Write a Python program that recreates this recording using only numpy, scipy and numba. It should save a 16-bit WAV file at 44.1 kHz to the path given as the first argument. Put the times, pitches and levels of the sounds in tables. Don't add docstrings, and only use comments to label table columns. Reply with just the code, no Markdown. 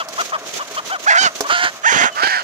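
import sys
import numpy as np
from scipy import signal
from scipy.fft import rfft, irfft, next_fast_len
from scipy.io import wavfile
from scipy.ndimage import uniform_filter1d, minimum_filter1d, map_coordinates
from numba import njit

SR = 44100
rng = np.random.default_rng(int(sys.argv[2]) if len(sys.argv) > 2 else 0)


def int16_out(signal):
    q = np.round(np.clip(np.atleast_2d(signal).T, -1, 1) * 32767)
    wavfile.write(sys.argv[1], SR, q.astype(np.int16))


N = 107559
T = np.arange(N) / SR

# time_s, relative_body_db, treble_db, nominal_throat_hz
TRACT_1 = [(1.062, -22, -49, 1310.0), (1.081, -5.5, -21.5, 1560), (1.11, 6.5, -6.5, 1830),
           (1.143, -14.5, -35, 1460), (1.174, 4.5, -8, 1640.0), (1.205, -17.5, -16, 1500),
           (1.257, -14, -16.5, 1560), (1.275, -12, -23.5, 1370), (1.294, -31, -48, 1430)]
TRACT_2 = [(1.487, -30.0, -37.2, 1320.0), (1.498, -17.6, -29.4, 1380.0), (1.503, -10.1, -19.5, 1380.0),
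           (1.53, -14.7, -20.9, 1460.0), (1.575, -18.0, -24.2, 1610.0), (1.61, -18.7, -27.0, 1740.0),
           (1.64, -14.1, -20.6, 1620.0), (1.675, -16.7, -26.9, 1610.0), (1.703, -33.1, -41.1, 1600.0)]
TRACT_3 = [(1.83, -34.9, -36.7, 1590.0), (1.847, -15.0, -29.7, 1390.0), (1.867, -9.1, -20.3, 1800.0),
           (1.91, -14.4, -21.4, 1660.0), (1.95, -15.7, -18.6, 1560.0), (2.02, -12.4, -20.0, 1840.0),
           (2.06, -12.8, -22.9, 1530.0), (2.085, -19.6, -30.7, 1530.0), (2.105, -34.0, -46.1, 1330.0)]
TRACT_4 = [(2.15, -34.2, -36.0, 1240.0), (2.17, -22.0, -35.7, 1370.0), (2.202, -16.9, -29.3, 1330.0),
           (2.219, -21.7, -32.2, 1520.0), (2.225, -12.3, -21.7, 1510.0), (2.25, -14.0, -20.5, 1570.0),
           (2.29, -19.4, -25.3, 1750.0), (2.34, -15.6, -25.9, 1770.0), (2.39, -19.8, -28.4, 1520.0),
           (2.425, -30.7, -32.5, 1520.0)]
# time_s, pitch_hz, roughness (0 to 1)
VIBRATION_1 = [(1.06, 472.7, 0.18), (1.083, 854.6, 0.14), (1.096, 829.5, 0.13), (1.104, 655.2, 0.66),
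               (1.172, 683.3, 0.67), (1.186, 761, 0.11), (1.21, 770.6, 0), (1.228, 785.6, 0.39),
               (1.255, 738.5, 0.14), (1.29, 586, 0.65)]
VIBRATION_2 = [(1.487, 520, 0.94), (1.508, 619, 0.71), (1.532, 715.3, 0.38), (1.57, 692.4, 0.51),
               (1.61, 716, 0.76), (1.645, 739, 0.86), (1.675, 702, 0.89), (1.703, 578, 0.56)]
VIBRATION_3 = [(1.83, 570, 0.47), (1.85, 637.4, .4), (1.865, 905.4, 0.067), (1.876, 921.6, 0.13),
               (1.89, 952.4, 0.9), (1.95, 908.8, 0.78), (1.968, 689.1, 0.65), (2.005, 692.1, 0.52),
               (2.055, 745.4, 0.998), (2.105, 617, 0.96)]
VIBRATION_4 = [(2.15, 537.3, 0.802), (2.205, 629.6, 0.87), (2.23, 741, 0.68), (2.255, 795, 0.39),
               (2.285, 814.6, 0.861), (2.33, 735.5, 0.77), (2.385, 727.5, 0.94), (2.425, 546.3, 1)]
# left_lag_ms, body_pan_db, treble_pan_db, second_beak_mode_db, third_beak_mode_db
HEN_POSES = [(0.344, -3.5, -9, -1.5, -3), (0.25, -4, -6, -3, -4.5), (0.37, -5.5, -11, -10, -1.5),
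             (0.45, -5.5, -11.5, -4, -32)]
# centre_hz, width_hz
BEAK_MODES = [(3000, 410), (4350, 1050), (6400, 500)]
# start_s, length_s, peak_pitch_hz, level_db, relative_treble_db
CLUCK_CALLS = [(-.03, 0.064, 677, -21, -5), (0.177, 0.049, 701, -17, -11.5),
               (0.319, .052, 650.7, -17.5, -14.5), (0.589, 0.046, 589.5, -23.5, -10),
               (0.762, .044, 628.4, -21, -6), (0.894, 0.079, 780, -20.5, -9.5),
               (1.438, 0.043, 587, -23.5, -15)]
# start_s, length_s, level_db
AIR_PUFFS = [(1.203, 0.071, -19), (1.518, 0.018, -23.5), (1.616, 0.053, -31), (1.917, 0.019, -13.5),
             (1.931, 0.067, -19), (1.991, 0.079, -16), (2.232, 0.0068, -16), (2.24, 0.015, -18),
             (2.268, 0.012, -25.5)]
# frequency_hz, relative_db
PUFF_SPECTRUM = [(35, -56), (90, -7.5), (280, 0), (550, -3.5), (1000, -0.5), (3000, -4.5), (16000, -40)]
# start_s, thud_db, crack_db
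COOP_BLOWS = [(.086, -50, -22.5), (.14, -44, -31), (.189, -46, -28), (.416, -30, -47), (.712, -27.5, -28.5),
              (.875, -32.5, -28), (1.407, -15.5, -10.5)]
# frequency_hz, relative_db, t60_s
WOOD_MODES = [(284.4, -13, 0.18), (419, -1.5, 0.084), (509.5, -10, 0.067), (673, -7.5, 0.18),
              (1058, -6, 0.069), (1420, -15, 0.036)]
# frequency_hz, relative_db
CRACK_SPECTRUM = [(200, -20), (1000, 3.5), (2500, -18), (5500, 2), (7000, -3.5), (9000, -13), (16000, -15)]
# time_s, level_db
RUSTLE_LEVELS = [(0, -39), (0.06, -49), (0.11, -34.5), (0.15, -37.5), (0.24, -26.2), (0.31, -34.5),
                 (0.4, -42), (0.47, -30), (0.58, -30.5), (0.67, -38.5), (0.75, -33.5), (0.82, -37.6),
                 (0.88, -27.5), (0.96, -42.5), (1.03, -32.5), (1.33, -37.9), (1.44, -32), (1.76, -38),
                 (2.12, -40.5), (2.2, -37.5), (2.44, -33)]
# frequency_hz, relative_db
RUSTLE_SPECTRUM = [(30, -43), (150, -8), (450, 4.5), (1000, -4), (2000, 0), (3300, 1.5), (5000, -1.5),
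                   (6500, 4), (8500, -12.5), (11000, -14.5), (15000, -15.5)]
# frequency_hz, relative_db
MURMUR_SPECTRUM = [(30, -42), (150, -15), (450, -12), (660, 2.5), (850, -12.5), (1150, -4), (1800, -11.5),
                   (16000, -44)]
# start_s, length_s, first_hz, last_hz, level_db
CHICK_PEEPS = [(2.108, .052, 3070, 2940, -34)]


def squawks():
    throat_scale, body_boost_db = 0.97, 0.5
    source = syrinx(*curves(VIBRATION_1 + VIBRATION_2 + VIBRATION_3 + VIBRATION_4))
    out = np.zeros((2, N))
    for tract, pose in zip([TRACT_1, TRACT_2, TRACT_3, TRACT_4], HEN_POSES):
        lag_ms, body_pan_db, treble_pan_db, second_db, third_db = pose
        body_db, treble_db, nominal_hz = curves(tract)
        voiced = uniform_filter1d(1. * (T > tract[0][0]) * (T < tract[-1][0]), size=300)
        throat_hz = nominal_hz * throat_scale
        body, treble = vocal_tract(source, throat_hz, width_hz=390, beak_db=(0, second_db, third_db))
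        out += place(body * voiced * undb(body_db + body_boost_db), lag_ms, body_pan_db)
        out += place(treble * voiced * undb(treble_db), lag_ms, treble_pan_db)
    return out


def syrinx(pitch_hz, roughness):
    jitter, shimmer_db, wobble_hz = 0.07, 2, 462
    second_ratio, second_depth, second_swing_rad = 0.46, 0.68, 0.44
    first_hz = pitch_hz * (1 + jitter * roughness * walk(wobble_hz))
    second_hz = pitch_hz * second_ratio * (1 + 0.1317 * walk(87.1))
    second = roughness * np.sin(phase_of(second_hz))
    phase = phase_of(first_hz) + second_swing_rad * second
    pulses = unit(sum(np.cos(k * phase) * k ** -0.45 * (k * pitch_hz < 15400) for k in range(1, 24)))
    opening = (1 + np.cos(phase)) ** 2
    air = 2.12 * roughness * unit(rng.standard_normal(N) * opening)
    shimmer = undb(shimmer_db * roughness * walk(wobble_hz))
    return (pulses + air) * (1 + second_depth * second) * shimmer


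def vocal_tract(source, throat_hz, width_hz, beak_db):
    source = signal.sosfilt(signal.butter(4, 552, "high", fs=SR, output="sos"), source)
    throat = resonance(source, throat_hz, width_hz)
    chest = undb(-9) * resonance(source, centre_hz=1000, width_hz=380)
    beak = sum(undb(db) * resonance(source, *mode) for mode, db in zip(BEAK_MODES, beak_db))
    return steady(throat + chest), steady(beak)


def clucks():
    edge_roughness, peak_roughness, pitch_sag = 0.65, 0.22, 0.32
    pitch_hz, roughness = np.full(N, 500.), np.full(N, edge_roughness)
    body_gain, treble_gain = np.zeros(N), np.zeros(N)
    for start_s, length_s, peak_hz, level_db, treble_db in CLUCK_CALLS:
        effort = arch(start_s, length_s)
        pitch_hz = np.where(effort > 1e-6, peak_hz * (1 - pitch_sag * (1 - effort)), pitch_hz)
        body_gain += undb(level_db) * effort ** 0.48
        treble_gain += undb(level_db + treble_db) * effort ** 2
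        roughness += (peak_roughness - edge_roughness) * effort
    source = syrinx(pitch_hz, roughness)
    body, treble = vocal_tract(source, throat_hz=1210, width_hz=420, beak_db=(5.5, -5, -28))
    return (place(body * body_gain, lag_ms=0.27, pan_db=2.7)
            + place(treble * treble_gain, lag_ms=0.27, pan_db=-0.89))


def puffs():
    envelope = sum(undb(db) * arch(start_s, length_s) for start_s, length_s, db in AIR_PUFFS)
    buffeting = colour(rng.standard_normal(N), PUFF_SPECTRUM) * undb(4.7 * walk(63))
    return place(buffeting * envelope, lag_ms=0, pan_db=-40)


def knocks():
    thuds, crack_envelope = np.zeros(N), np.zeros(N)
    for start_s, thud_db, crack_db in COOP_BLOWS:
        age_s = np.maximum(T - start_s, 0)
        ringing = sum(undb(db) * np.cos(2 * np.pi * hz * age_s) * decay(age_s, t60_s)
                      for hz, db, t60_s in WOOD_MODES)
        thuds += undb(thud_db) * (T > start_s) * ringing
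        crack_envelope += undb(crack_db) * (T > start_s) * decay(age_s, t60_s=0.048)
    noise = np.array([colour(rng.standard_normal(N), CRACK_SPECTRUM) * undb(db) for db in (-4, 0)])
    return place(thuds, lag_ms=0.14, pan_db=-1) + noise * crack_envelope


def rustle():
    grain_db, flutter_db, pan_db = 1, 3.5, -3.5
    grains = np.array([colour(rng.standard_normal(N) * undb(grain_db * walk(1100)), RUSTLE_SPECTRUM)
                       for _ in range(2)])
    strokes = undb(curves(RUSTLE_LEVELS)[0] + flutter_db * walk(32))
    return grains * strokes * undb([[pan_db / 2], [-pan_db / 2]])


def chick():
    out = np.zeros(N)
    for start_s, length_s, first_hz, last_hz, level_db in CHICK_PEEPS:
        pitch_hz = np.interp(T, [start_s, start_s + length_s], [first_hz, last_hz])
        out += undb(level_db) * arch(start_s, length_s) * np.sin(phase_of(pitch_hz))
    return out


def flock():
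    level_db, swell_db = -38, 2.5
    murmur = colour(rng.standard_normal(N), MURMUR_SPECTRUM)
    envelope = undb(level_db + swell_db * np.tanh(walk(11)))
    return place(murmur * envelope, lag_ms=0.13, pan_db=1)


def yard_echo(direct):
    envelope = (T > 0.004) * decay(T, t60_s=0.073)
    tails = [unit(rng.standard_normal(N) * envelope) / np.sqrt(N) for _ in range(2)]
    return np.array([signal.fftconvolve(side, tail)[:N] for side, tail in zip(direct, tails)])


def undb(db):
    return 10 ** (np.asarray(db) / 20)


def unit(x):
    return x / np.sqrt(np.mean(x ** 2))


def steady(x):
    power = uniform_filter1d(uniform_filter1d(x * x, size=200), size=200)
    return x / np.sqrt(np.abs(power) + 1e-12)


def curves(rows):
    times, *columns = np.array(rows, float).T
    return [np.interp(T, times, column) for column in columns]


def phase_of(hz):
    return 2 * np.pi * np.cumsum(hz) / SR


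def decay(age_s, t60_s):
    return np.exp(-np.log(1000) * age_s / t60_s)


def arch(start_s, length_s):
    return np.maximum(np.sin(np.pi * np.clip((T - start_s) / length_s, 0, 1)), 0)


def walk(cutoff_hz):
    rolloff = 1 + (np.fft.rfftfreq(N, 1 / SR) / cutoff_hz) ** 4
    return unit(irfft(rfft(rng.standard_normal(N)) / rolloff, N))


def colour(x, spectrum):
    hz, db = np.array(spectrum, float).T
    size = next_fast_len(N + 4096)
    bin_hz = np.fft.rfftfreq(size, 1 / SR) + 1
    gain = undb(np.interp(np.log(bin_hz), np.log(hz), db))
    return unit(irfft(rfft(x, size) * gain, size)[:N])


def place(x, lag_ms, pan_db):
    left = map_coordinates(x, [np.arange(N) - lag_ms * SR / 1000], order=3)
    return np.array([left * undb(pan_db), x]) / np.sqrt((1 + undb(pan_db) ** 2) / 2)


@njit
def bandpass(x, centre_hz, width_hz):
    out, band_state, low_state = np.empty(len(x)), 0., 0.
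    for i in range(len(x)):
        tuning, damping = np.tan(np.pi * centre_hz[i] / SR), width_hz / centre_hz[i]
        band = (band_state + tuning * (x[i] - low_state)) / (1 + tuning * (tuning + damping))
        band_state = 2 * band - band_state
        low_state += 2 * tuning * band
        out[i] = damping * band
    return out


def resonance(x, centre_hz, width_hz):
    centre_hz = centre_hz * np.ones(N)
    return bandpass(bandpass(x, centre_hz, 1.5 * width_hz), centre_hz, 1.5 * width_hz)


def scene():
    direct = clucks() + squawks() + knocks()
    return direct + undb(-16) * yard_echo(direct) + puffs() + rustle() + flock() + chick()


def record(dry):
    ceiling, window_samples, cutoff_hz = 0.92, 221, 15400
    allowed_gain = np.minimum(1, ceiling / (np.abs(dry).max(axis=0) + 1e-9))
    gain = uniform_filter1d(minimum_filter1d(allowed_gain, window_samples), window_samples)
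    return signal.sosfilt(signal.ellip(8, 0.2, 70, cutoff_hz, fs=SR, output="sos"), dry * gain)


dry = scene()
out = record(dry)
int16_out(out)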